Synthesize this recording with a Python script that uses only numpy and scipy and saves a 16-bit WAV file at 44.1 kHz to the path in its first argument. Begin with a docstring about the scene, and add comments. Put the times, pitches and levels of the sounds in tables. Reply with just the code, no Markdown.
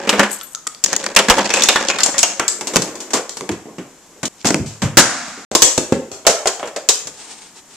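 """Chain reaction in a living room

Blocks topple and a toy train rolls over a play table, toys clack off it, books fall like dominoes
on the carpet, a balloon bursts, a book and a wooden stick tumble from a shelf; then clothes rustle.
Each blow is a cluster of dying modes with the room's answer behind it. The stereo microphone is
hand-held, close to the action, and overloads on the loud blows."""
import sys
import numpy as np
from scipy import signal
from scipy.fft import rfft, irfft, next_fast_len
from scipy.io import wavfile
from scipy.ndimage import map_coordinates

SR = 44100
rng = np.random.default_rng(int(sys.argv[2]) if len(sys.argv) > 2 else 0)


def transcribe(signal):
    """Save signal, clipped to [-1, 1], as a 16-bit WAV file at the path in sys.argv[1]."""
    frames = np.atleast_2d(signal).T
    limited = np.clip(frames, -1, 1)
    pcm = np.round(limited * 32767).astype(np.int16)
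    wavfile.write(sys.argv[1], SR, pcm)


N = 342204
TIME = np.arange(N) / SR
AGE = np.arange(SR // 2) / SR  # time since a blow [s]
# the knock of wood or a book's board: (frequency [Hz], level [dB])
KNOCK_SPECTRUM = [(150, -37), (380, -1), (520, 1), (1200, 0), (2500, -5), (3300, -8), (6000, -37)]


def toys():
    """Blocks knock on the play table, the creeping train ticks, wagons and ball clack down and off it."""
    # blocks and train: (time [s], strength [dB], hardness [dB], knock [Hz], relative table thud [dB])
    knocks = [(.074, -22, -8, 2350, -0.5), (0.0924, -9, 3.5, 2440, -18), (.128, -14.5, -13.5, 496, -9),
              (.194, -8, -5, 1786, -6.5), (.231, -14, -8, 1750, -9.5), (1.163, -1, 1, 2734, -18.5),
              (1.189, -8.5, 0, 520, -11), (1.285, -13, -4, 1710, -3), (1.299, -1.5, -0.5, 999, -18.5),
              (1.382, -12.5, -8.5, 944, -6)]
    # couplings and wheels: (time [s], strength [dB], hardness [dB], click [Hz])
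    ticks = [(.412, -35, 12, 3430), (0.5493, -25.5, 32, 6930), (.557, -34.5, 38, 6840),
             (.6696, -25, 13.5, 7400), (.674, -24, 16, 7800), (.748, -39, 14, 4600),
             (0.8396, -6.5, 27, 7350), (0.8444, -10.5, 24, 6780), (.861, -20, 10, 5800),
             (.93, -17, 5.5, 6430), (.936, -24, -2.5, 6860), (.964, -15, 17.5, 6800), (1.041, -26, 3, 7140),
             (1.0636, -19.5, 0.5, 4940), (1.15, -29, 12, 6800)]
    # wagons and ball: (time [s], strength [dB], hardness [dB], knock [Hz], click [Hz])
    clacks = [(1.504, -17.5, -3, 2590, 5590), (1.538, -12.5, 1, 2560, 7410), (1.57, -17.5, -5, 2640, 7780),
              (1.621, -15, 19.5, 520, 3620), (1.636, -10, 12, 1980, 6640), (1.687, -5.5, 4, 2766, 3690),
              (1.759, -11.5, -6.5, 1776, 3400), (1.899, -16, -8.5, 2542, 6840),
              (1.986, -19.5, 0, 1490, 3570), (2.005, -17.5, 6, 2020, 5000), (2.033, -8, 29, 1860, 7350),
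              (2.061, -14.5, 9, 780, 7570), (2.142, -26.5, -6, 1890, 7280), (2.181, -14, 17.5, 2480, 6790),
              (2.19, -13, 23.5, 2480, 7700), (2.23, -7, 6.5, 2822, 6600), (2.396, -17, -12, 1383, 6470),
              (2.48, -14.5, 21, 1740, 7900), (2.486, -20, 19, 1750, 7400)]
    out = np.zeros((2, N))
    for s, db, hardness_db, knock_hz, thud_db in knocks:
        knock = toy_hit(hardness_db, knock_hz, click_hz=2892, thud_db=thud_db,
                        base_life=.081, shorten=.35, ring_db=-11.5, ring_life=.67)
        add(out, s, amp(db) * knock, room_share(-6, db))
    for s, db, hardness_db, click_hz in ticks:
        tick = toy_hit(hardness_db, knock_hz=1883, click_hz=click_hz, thud_db=-9.5,
                       base_life=.021, shorten=.12, ring_db=-5, ring_life=.52)
        add(out, s, amp(db) * tick, room_share(-12.5, db))
    for s, db, hardness_db, knock_hz, click_hz in clacks:
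        clack = toy_hit(hardness_db, knock_hz, click_hz, thud_db=-25,
                        base_life=.064, shorten=.04, ring_db=-7.5, ring_life=.82)
        add(out, s, amp(db) * clack, room_share(-1.5, db))
    return out


def toy_hit(hardness_db, knock_hz, click_hz, thud_db, base_life, shorten, ring_db, ring_life):
    """Hardness shifts a blow from knock to click and shortens it; the table top booms under it."""
    # the table top's main modes: (frequency [Hz], level [dB], t60 [s])
    top_modes = [(206, 1, 0.24), (324, -13, 0.26), (423, -8, 0.31), (485, -7.5, 0.16), (510, -17.5, 0.18)]
    # its dense modes, and the toy's click: (frequency [Hz], level [dB])
    top_spectrum = [(60, -49), (110, -31), (180, 6), (500, 3), (750, -26), (2000, -79.5)]
    click_spectrum = [(1200, -44), (2300, -2.5), (3000, -1.5), (5000, 3), (7500, 5), (9000, -5),
                      (13000, -16.5), (16000, -29)]
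    life = base_life * amp(-shorten * hardness_db)
    top = amp(-.5) * ring(top_modes, scatter_db=4) + amp(-1) * cluster(top_spectrum, .13, .00062)
    thud = amp(thud_db) * lowcut(top, hz=135, order=3)
    knock = contact(KNOCK_SPECTRUM, 1.39 * life, .0001, knock_hz, 5, ring_db, ring_life)
    click = contact(click_spectrum, .64 * life, .00005, click_hz, 7.5, ring_db, 1.6 * ring_life)
    return (thud + knock + amp(hardness_db) * click) / np.hypot(1, amp(hardness_db))


def books():
    """Books and props fall on the carpet; hardness tilts each fall from thud to slap."""
    # falls: (time [s], strength [dB], hardness [dB], thud [Hz], knock t60 [s])
    falls = [(2.3964, -21.5, 3, 474, 0.04), (2.61, -28, 5.5, 362, 0.07), (2.671, -28.5, 15.5, 425, 0.17),
             (2.736, -24, 4, 420, 0.48), (2.759, -13.5, 4.5, 197, 0.018), (2.766, -15, 7, 400, 0.041),
             (2.82, -30.5, 21.5, 367, .08), (2.877, -36, -4, 340, .06), (2.954, -39.5, 13, 384, 0.08),
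             (3.004, -37.5, 18, 378, 0.13), (3.105, -35, 7, 310, 0.16), (3.134, -16, 6, 425, 0.27),
             (3.17, -24.5, -4.5, 560, .15), (3.294, -40.5, 26.5, 310, .04), (3.37, -34.5, 12, 370, 0.063),
             (3.409, -30.5, -7.5, 390, 0.012), (3.491, -23, -11.5, 340, 0.039), (3.515, -30, -5, 148, 0.15),
             (3.656, -49, -32, 357, 0.15), (3.783, -34, -16, 287, 0.13), (4.231, -23.5, -1.5, 253, 0.11),
             (4.254, -34.5, 28, 330, .08), (4.446, -23.5, -13, 272, 0.03), (4.453, -18, 6.5, 293, 0.32),
             (4.47, -27, 23.5, 300, .12), (4.488, -26.5, 3.5, 560, .016), (4.505, -18, -6, 283, 0.029),
             (4.544, -17.5, -7.5, 320, 0.015), (4.661, -39, 15.5, 208, 0.48), (4.819, -19, -5, 219, 0.32),
             (5.277, -39, 2, 236, .16), (5.375, -42, -8, 327, .19), (7.052, -50.5, -10, 170, .03)]
    out = np.zeros((2, N))
    for s, db, hardness_db, hz, t60 in falls:
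        fall = landing(thud_db=-hardness_db / 2, thud_hz=hz, thud_t60=.21, knock_db=-.5,
                       knock_hz=2.52 * hz, knock_t60=t60, peak_db=3.5, slap_db=hardness_db / 2)
        add(out, s, amp(db) * fall, room_share(-9.5, db))
    return out


def balloon():
    """The skin rips with a bang that leaves the whole room ringing."""
    # the burst, and the room ringing after it: (frequency [Hz], level [dB])
    burst_spectrum = [(18, -46), (30, -18), (243, 1), (365, -3.5), (534, -1.5), (745, -6.5), (1630, -3),
                      (2390, -11.5), (7660, -6.5), (8840, -15), (11500, -24), (19400, -120)]
    ringing_spectrum = [(88, -33), (150, -12.5), (246, 1.5), (312, -8), (455, -34), (708, 0), (826, -5.5),
                        (1500, 1), (3070, -12), (7200, -7), (8840, -17.5), (11500, -36.5), (19400, -120)]
    bang = amp(7) * cluster(burst_spectrum, t60=.11, attack=.0002)
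    ringing = amp(-10.5) * cluster(ringing_spectrum, t60=1.24, attack=.013)
    out = np.zeros((2, N))
    add(out, 4.971, bang + ringing, room_db=-12.5)
    return out


def shelf_book():
    """A book tumbles off its shelf, thudding at one pitch over the low note of the shelf board."""
    # tumbles: (time [s], strength [dB], hardness [dB], knock [Hz])
    tumbles = [(5.515, -29, -4, 500), (5.551, -10.5, 7.5, 920), (5.62, -6, 20, 450),
               (5.778, -14.5, -1, 446), (5.923, -18, -17.5, 480), (6.116, -35, 3, 555)]
    out = np.zeros((2, N))
    for s, db, hardness_db, hz in tumbles:
        book = landing(thud_db=-hardness_db / 2, thud_hz=420, thud_t60=.038, knock_db=-4,
                       knock_hz=hz, knock_t60=.06, peak_db=10, slap_db=hardness_db / 2)
        board = amp(-14 - hardness_db / 2) * thump(hz=177, t60=.096)
        add(out, s, amp(db) * (book + board), room_share(-2, db))
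    return out


def stick():
    """A wooden stick falls and knocks about, ringing longer on the soft bounces."""
    # bounces: (time [s], strength [dB], hardness [dB], knock [Hz])
    bounces = [(6.251, -27.5, -18, 720), (6.267, -5, 0, 620), (6.297, -16.5, -2.5, 500),
               (6.406, -34, -12, 670), (6.457, -14, -12, 696), (6.472, -17, 4, 413),
               (6.595, -26.5, -10, 670), (6.629, -20, -23, 544), (6.656, -31, -8, 620),
               (6.674, -28.5, -6, 452), (6.762, -21, -5, 586), (6.888, -16.5, 12, 450),
               (7.071, -34, 7, 505)]
    out = np.zeros((2, N))
    for s, db, hardness_db, hz in bounces:
        bounce = landing(thud_db=-12, thud_hz=464, thud_t60=.11, knock_db=-1.5, knock_hz=hz,
                         knock_t60=.11 * amp(-.12 * hardness_db), peak_db=15, slap_db=hardness_db)
        add(out, s, amp(db) * bounce, room_db=-7)
    return out


def landing(thud_db, thud_hz, thud_t60, knock_db, knock_hz, knock_t60, peak_db, slap_db):
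    """A book or stick lands: a soft thud, the knock of its body and the slap of its face."""
    # the slap: (frequency [Hz], level [dB])
    slap_spectrum = [(1200, -27), (2300, -7.5), (3000, -2.5), (5000, 0.5), (7500, 5.5), (9000, -6.5),
                     (13000, -20), (16000, -25)]
    knock = cluster(KNOCK_SPECTRUM, knock_t60, .0001, knock_hz, peak_db, q=5.7)
    slap = cluster(slap_spectrum, .66 * knock_t60, .0001)
    return amp(thud_db) * thump(thud_hz, thud_t60) + amp(knock_db) * knock + amp(slap_db) * slap


def booms():
    """A deep boom hangs on after the heaviest falls: two low modes in a rough rumble."""
    # heavy falls: (time [s], level [dB])
    falls = [(4.6, -18.5), (4.835, -14), (2.77, -34.5)]
    # the boom's modes: (frequency [Hz], level [dB], t60 [s])
    deep_modes = [(107.2, 10.5, 0.67), (147, -5, 0.28)]
    out = np.zeros((2, N))
    for s, db in falls:
        boom = amp(-7) * ring(deep_modes, scatter_db=3) + thump(hz=150, t60=.32)
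        add(out, s, amp(db) * boom, room_db=-8.5)
    return out


def deep_thumps():
    """A short, deep thump under the hardest blows."""
    # thumps: (time [s], level [dB])
    thumps = [(1.164, -32), (1.301, -21.5), (1.381, -46), (2.76, -33), (5.62, -33), (6.267, -37)]
    # their bass: (frequency [Hz], level [dB])
    thump_spectrum = [(15, -17), (40, 11), (90, -8), (160, -21), (400, -39)]
    out = np.zeros((2, N))
    for s, db in thumps:
        add(out, s, amp(db) * cluster(thump_spectrum, t60=.061, attack=.002), room_db=-15)
    return out


def rolling():
    """Wheels and ball cross the wooden track in a run of tiny bumps, and the table top drones."""
    # two runs: (time [s], rumble [dB], rattle [dB])
    first_run = [(0.0, -33.5, -39.5), (0.134, -25.5, -32), (0.22, -20.5, -30), (0.34, -42, -35.5),
                 (0.45, -71, -45)]
    second_run = [(0.87, -31.5, -28), (1.04, -32.5, -32), (1.172, -34, -43.5), (1.334, -20.5, -25),
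                  (1.526, -25.5, -20), (1.948, -26.5, -27.5), (2.122, -27.5, -33.5), (2.4, -43.5, -39)]
    # the track's rumble and the wheels' rattle: (frequency [Hz], level [dB])
    track_spectrum = [(47, -44), (80, -25), (301, 1.5), (476, -3.5), (552, 7.5), (619, -3), (831, -1),
                      (932, -3), (1230, -8.5), (2450, -11), (4000, -28.5), (5200, -49), (8800, -120)]
    rattle_spectrum = [(1200, -14), (2500, -0.5), (5000, 1), (7500, 0.5), (9000, -16), (13000, -35),
                       (16000, -33)]
    # resonances of track and table top: (frequency [Hz], width [Hz], level [dB])
    track_peaks = [(556, 26, 9), (1645, 180, 0), (2380, 39, -21), (2720, 35, -31.5)]
    top_peaks = [(209.4, 35, 0)]
    # a wagon or a prop scrapes along: (time [s], level [dB], half length [s])
    scrapes = [(1.897, -18.5, 0.02), (4.41, -43, 0.023)]
    bumps_per_s, hiss_power = 170, .05  # the hiss carries on between bumps
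    rumble, rattle = amp([[2.5], [-1]]) * levels(first_run) + amp([[0], [-2]]) * levels(second_run)
    onsets = rng.random(N) < bumps_per_s / SR
    bumps = onsets * amp(3 * rng.exponential(size=N).clip(0, 3))

    def roughness(t60):
        """A gain that jumps at each bump and dies away."""
        power = signal.fftconvolve(bumps ** 2, fade(t60, .00018) ** 2)[:N]
        return unit(np.sqrt(np.abs(power) + hiss_power))

    wood = rush(track_spectrum) + amp(-8) * resonant(track_peaks) + amp(-13.5) * resonant(top_peaks)
    rumbling = rumble * wood * roughness(t60=.078)
    rattling = (rattle + swells(scrapes)) * rush(rattle_spectrum) * roughness(t60=.016)
    return rumbling + rattling


def jingle():
    """A small loose metal part tings very high when jolted and shakes in between."""
    # tings, and the course of the shaking: (time [s], level [dB])
    tings = [(.105, -43), (0.311, -38), (.329, -39), (.432, -34.5)]
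    shaking = [(.29, -43), (.33, -20.5), (.365, -38), (.54, -43.5)]
    # the part's modes: (frequency [Hz], level [dB], t60 [s])
    metal_modes = [(11430, 1, 0.1), (12080, -9, 0.22)]
    # its fizz as it shakes: (frequency [Hz], level [dB])
    fizz_spectrum = [(5000, -16.5), (8000, 9), (10000, -5), (11600, -3), (13000, -8), (16000, -25)]
    out = levels(shaking)[0] * rush(fizz_spectrum) * flutter(depth_db=3.6, rate=250)
    for s, db in tings:
        add(out, s, amp(db) * ring(metal_modes, scatter_db=2) * np.ones((2, 1)), room_db=-9)
    return out


def cup():
    """A cup answers each nudge with a short hollow note from two close wall modes."""
    # nudges: (time [s], level [dB], pitch [Hz])
    nudges = [(.412, -40, 1340), (.548, -38, 1340), (.571, -41, 1270), (.668, -29, 1250)]
    out = np.zeros((2, N))
    for s, db, hz in nudges:
        note = ring([(hz, 0, .06), (1.09 * hz, -7, .04)], scatter_db=1)
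        add(out, s, amp(db) * note * np.ones((2, 1)), room_db=-10)
    return out


def covers():
    """Book covers rub unevenly as they slide over each other."""
    # the slide: (time [s], level [dB])
    slide = [(2.42, -46.5), (2.652, -34.5), (2.786, -28), (3.068, -38), (3.212, -40.5), (3.714, -63),
             (3.866, -61), (4.2, -50)]
    # cover on cover: (frequency [Hz], level [dB])
    cover_spectrum = [(80, -51), (200, -12.5), (370, -3.5), (550, -6.5), (900, -21.5), (2000, -21),
                      (7000, -48), (12000, -39)]
    return amp(-1) * levels(slide)[0] * rush(cover_spectrum) * flutter(depth_db=2.3, rate=49)


def clothes():
    """Someone's clothes rustle in a few short strokes at the end."""
    # strokes: (time [s], level [dB], half length [s])
    strokes = [(7.22, -36, 0.069), (7.325, -37.5, 0.042), (7.43, -40.5, 0.08), (7.578, -39.5, 0.025),
               (7.75, -41, 0.046)]
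    # rubbing cloth: (frequency [Hz], level [dB])
    cloth_spectrum = [(88, -52), (150, -23), (194, -2), (410, 3), (447, 7), (521, -8), (884, 6.5),
                      (1080, -3), (2340, -2), (8840, 1), (11500, -33), (19400, -120)]
    return swells(strokes) * rush(cloth_spectrum) * flutter(depth_db=1.6, rate=80)


def room_tone():
    """Living-room air and microphone hiss."""
    # the noise floor: (frequency [Hz], level [dB])
    air_spectrum = [(25, -5), (80, -7.5), (220, 3.5), (450, -2.5), (1000, -2), (2500, -9), (4500, -11),
                    (7400, -2), (9000, -14), (13000, -17.5), (16000, -42.5)]
    return amp(-46.5) * rush(air_spectrum)


def room(x):
    """The living room's answer to one blow, each frequency dying at its own speed."""
    # reverberation: (frequency [Hz], t60 [s])
    decay_times = [(100, 0.19), (500, 0.51), (1500, 0.53), (4000, 0.38), (7000, 0.42), (13000, 0.36)]
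    hz, t, bins = signal.stft(noise(np.ones_like, SR // 2), SR, nperseg=256)
    decay = amp(-60 * t / along(decay_times, hz)[:, None])
    tail = signal.istft(bins * decay, SR, nperseg=256)[1]
    tail *= 1 - np.exp(-(TIME[:tail.shape[1]] / .0078) ** 2)  # the first walls answer after a few ms
    return signal.fftconvolve(x, tail / np.linalg.norm(tail[0]), axes=1)


def room_share(base_db, db):
    """Room ring relative to the hit, base_db at a strength of -22 dB; louder blows sound drier."""
    return base_db - .44 * (db + 22)


def add(out, s, x, room_db):
    """Put a sound and its room answer at time s, lasting at most until the next stop."""
    # moments when all earlier blows stop ringing abruptly: (time [s])
    stops = [4.283, 5.45]
    heard = amp(room_db) * room(x)
    heard[:, :x.shape[1]] += x
    start = round(s * SR)
    end = min([round(stop * SR) for stop in stops if stop > s] + [N])
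    heard = heard[:, :end - start]
    out[:, start:start + heard.shape[1]] += heard


def thump(hz, t60):
    """A soft, heavy contact: a broad hump of low modes around its pitch."""
    # the hump: (frequency [multiple of the pitch], level [dB])
    hump = [(.08, -30), (.25, -20), (.55, -5), (1, 0), (1.6, -12.5), (3, -24), (7, -60.5)]
    modes = cluster(np.array(hump) * [hz, 1], t60, attack=.00072)
    return blow(lowcut(modes, hz=80, order=2))


def contact(spectrum, t60, attack, hz, peak_db, ring_db, ring_life):
    """A hard contact: a dense clatter of modes and one clear mode at its resonance."""
    clatter = cluster(spectrum, t60, attack, hz, peak_db, q=3)
    return clatter + amp(ring_db) * ring([(hz, 0, ring_life * t60 + .0099)], scatter_db=0)


def cluster(spectrum, t60, attack, hz=1000, peak_db=-100, q=1):
    """Many close modes dying together, with an optional resonance at hz."""
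    resonance = lambda f: np.hypot(1, amp(peak_db) / np.hypot(1, 2 * q * (f - hz) / hz))
    modes = noise(lambda f: amp(along(spectrum, f)) * resonance(f), len(AGE))
    return blow(modes * fade(t60, attack))


def ring(modes, scatter_db):
    """Separate modes, struck with new strengths and phases each time."""
    out = np.zeros(len(AGE))
    for hz, db, t60 in modes:
        envelope = amp(db + scatter_db * rng.normal()) * fade(t60, attack=.00021)
        out += envelope * np.sin(2 * np.pi * (hz * AGE + rng.random()))
    return blow(out)


def fade(t60, attack):
    """The envelope of a blow; both times in seconds."""
    return amp(-60 * AGE / max(t60, .002)) * (1 - np.exp(-AGE / attack))


def blow(x):
    """Scale a short sound to the energy of 20 ms at rms 1."""
    return x / np.sqrt(np.mean(x ** 2) * x.shape[-1] / (.02 * SR))


def lowcut(x, hz, order):
    """Take away the deep bass below hz."""
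    return signal.sosfilt(signal.butter(order, hz, "high", fs=SR, output="sos"), x)


def noise(colour, size):
    """Stereo noise of rms 1; the two capsules differ most in the deep bass and the treble."""
    # stereo width: (frequency [Hz], side level [dB])
    width = [(60, -1), (200, -22), (600, -18.5), (1400, -11), (3000, -5.5), (6000, -1.5), (12000, -3)]
    white = rng.standard_normal((2, size))
    mid, side = filtered(white, lambda f: colour(f) * np.array([np.ones_like(f), amp(along(width, f))]))
    return unit(np.array([mid + side, mid - side]))


def rush(spectrum):
    """Lasting noise with this spectrum."""
    return noise(lambda f: amp(along(spectrum, f)), N)


def resonant(peaks):
    """Lasting noise in narrow resonances."""
    return noise(lambda f: sum(amp(db) / (1 + (2 * (f - hz) / width) ** 2) for hz, width, db in peaks), N)


def levels(rows):
    """A gain per sample for each dB column, silent outside the rows' times."""
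    times, *columns = np.transpose(rows)
    return [amp(np.interp(TIME, times, db, left=-120, right=-120)) for db in columns]


def swells(rows):
    """A gain that rises and falls smoothly around each row's time."""
    return sum(amp(db) * np.exp(-((TIME - s) / half) ** 2) for s, db, half in rows)


def flutter(depth_db, rate):
    """A smooth random gain, rate knots a second."""
    knots = rng.standard_normal(int(N * rate / SR) + 4)
    return amp(depth_db * map_coordinates(knots, [TIME * rate]))


def filtered(x, response):
    """Shape x by a response of frequency."""
    n = x.shape[-1]
    padded = next_fast_len(n + SR // 20, True)
    return irfft(rfft(x, padded) * response(np.fft.rfftfreq(padded, 1 / SR)), padded)[..., :n]


def along(points, hz):
    """Interpolate (frequency [Hz], value) points on a log axis."""
    freqs, values = np.transpose(points)
    return np.interp(np.log(hz + 1), np.log(freqs + 1), values)


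def amp(db):
    """Decibels to gain."""
    return 10 ** (np.asarray(db) / 20)


def unit(x):
    """Scale to rms 1."""
    return x / np.sqrt(np.mean(x ** 2) + 1e-20)


def scene():
    """The chain reaction from the first block to the last rustle."""
    blows = toys() + deep_thumps() + cup() + jingle() + books() + booms() + balloon()
    return blows + shelf_book() + stick() + rolling() + covers() + clothes() + room_tone()


def record(dry):
    """Close stereo microphone, left side brighter and later; loud blows overload; one brief dropout."""
    # balance of the capsules: (frequency [Hz], left over right [dB])
    balance = [(100, -0.5), (3000, 0), (5500, -2.5), (7500, 6.5), (9500, 14), (13000, 10)]
    # the dropout: (start [s], end [s])
    dropout = (5.45, 5.512)
    left_lag_s, top_hz, top_edge_hz = 1.3e-5, 14800, 700
    sides = np.array([[.5], [-.5]])

    def capsules(f):
        """Left and right response, their total power the same at every frequency."""
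        gain = amp(sides * along(balance, f))
        delay = np.exp(-2j * np.pi * f * sides * left_lag_s)
        return gain / np.sqrt(np.mean(gain ** 2, axis=0)) * delay

    x = filtered(dry, capsules)
    x = np.clip(x + .019 * np.minimum(x ** 2, 2), -1, 1)  # lopsided overload: a low push under hard blows
    x *= (TIME < dropout[0]) | (TIME > dropout[1])
    return filtered(x, lambda f: np.clip((top_hz - f) / top_edge_hz + .5, 0, 1))


dry = scene()
out = record(dry)
transcribe(out)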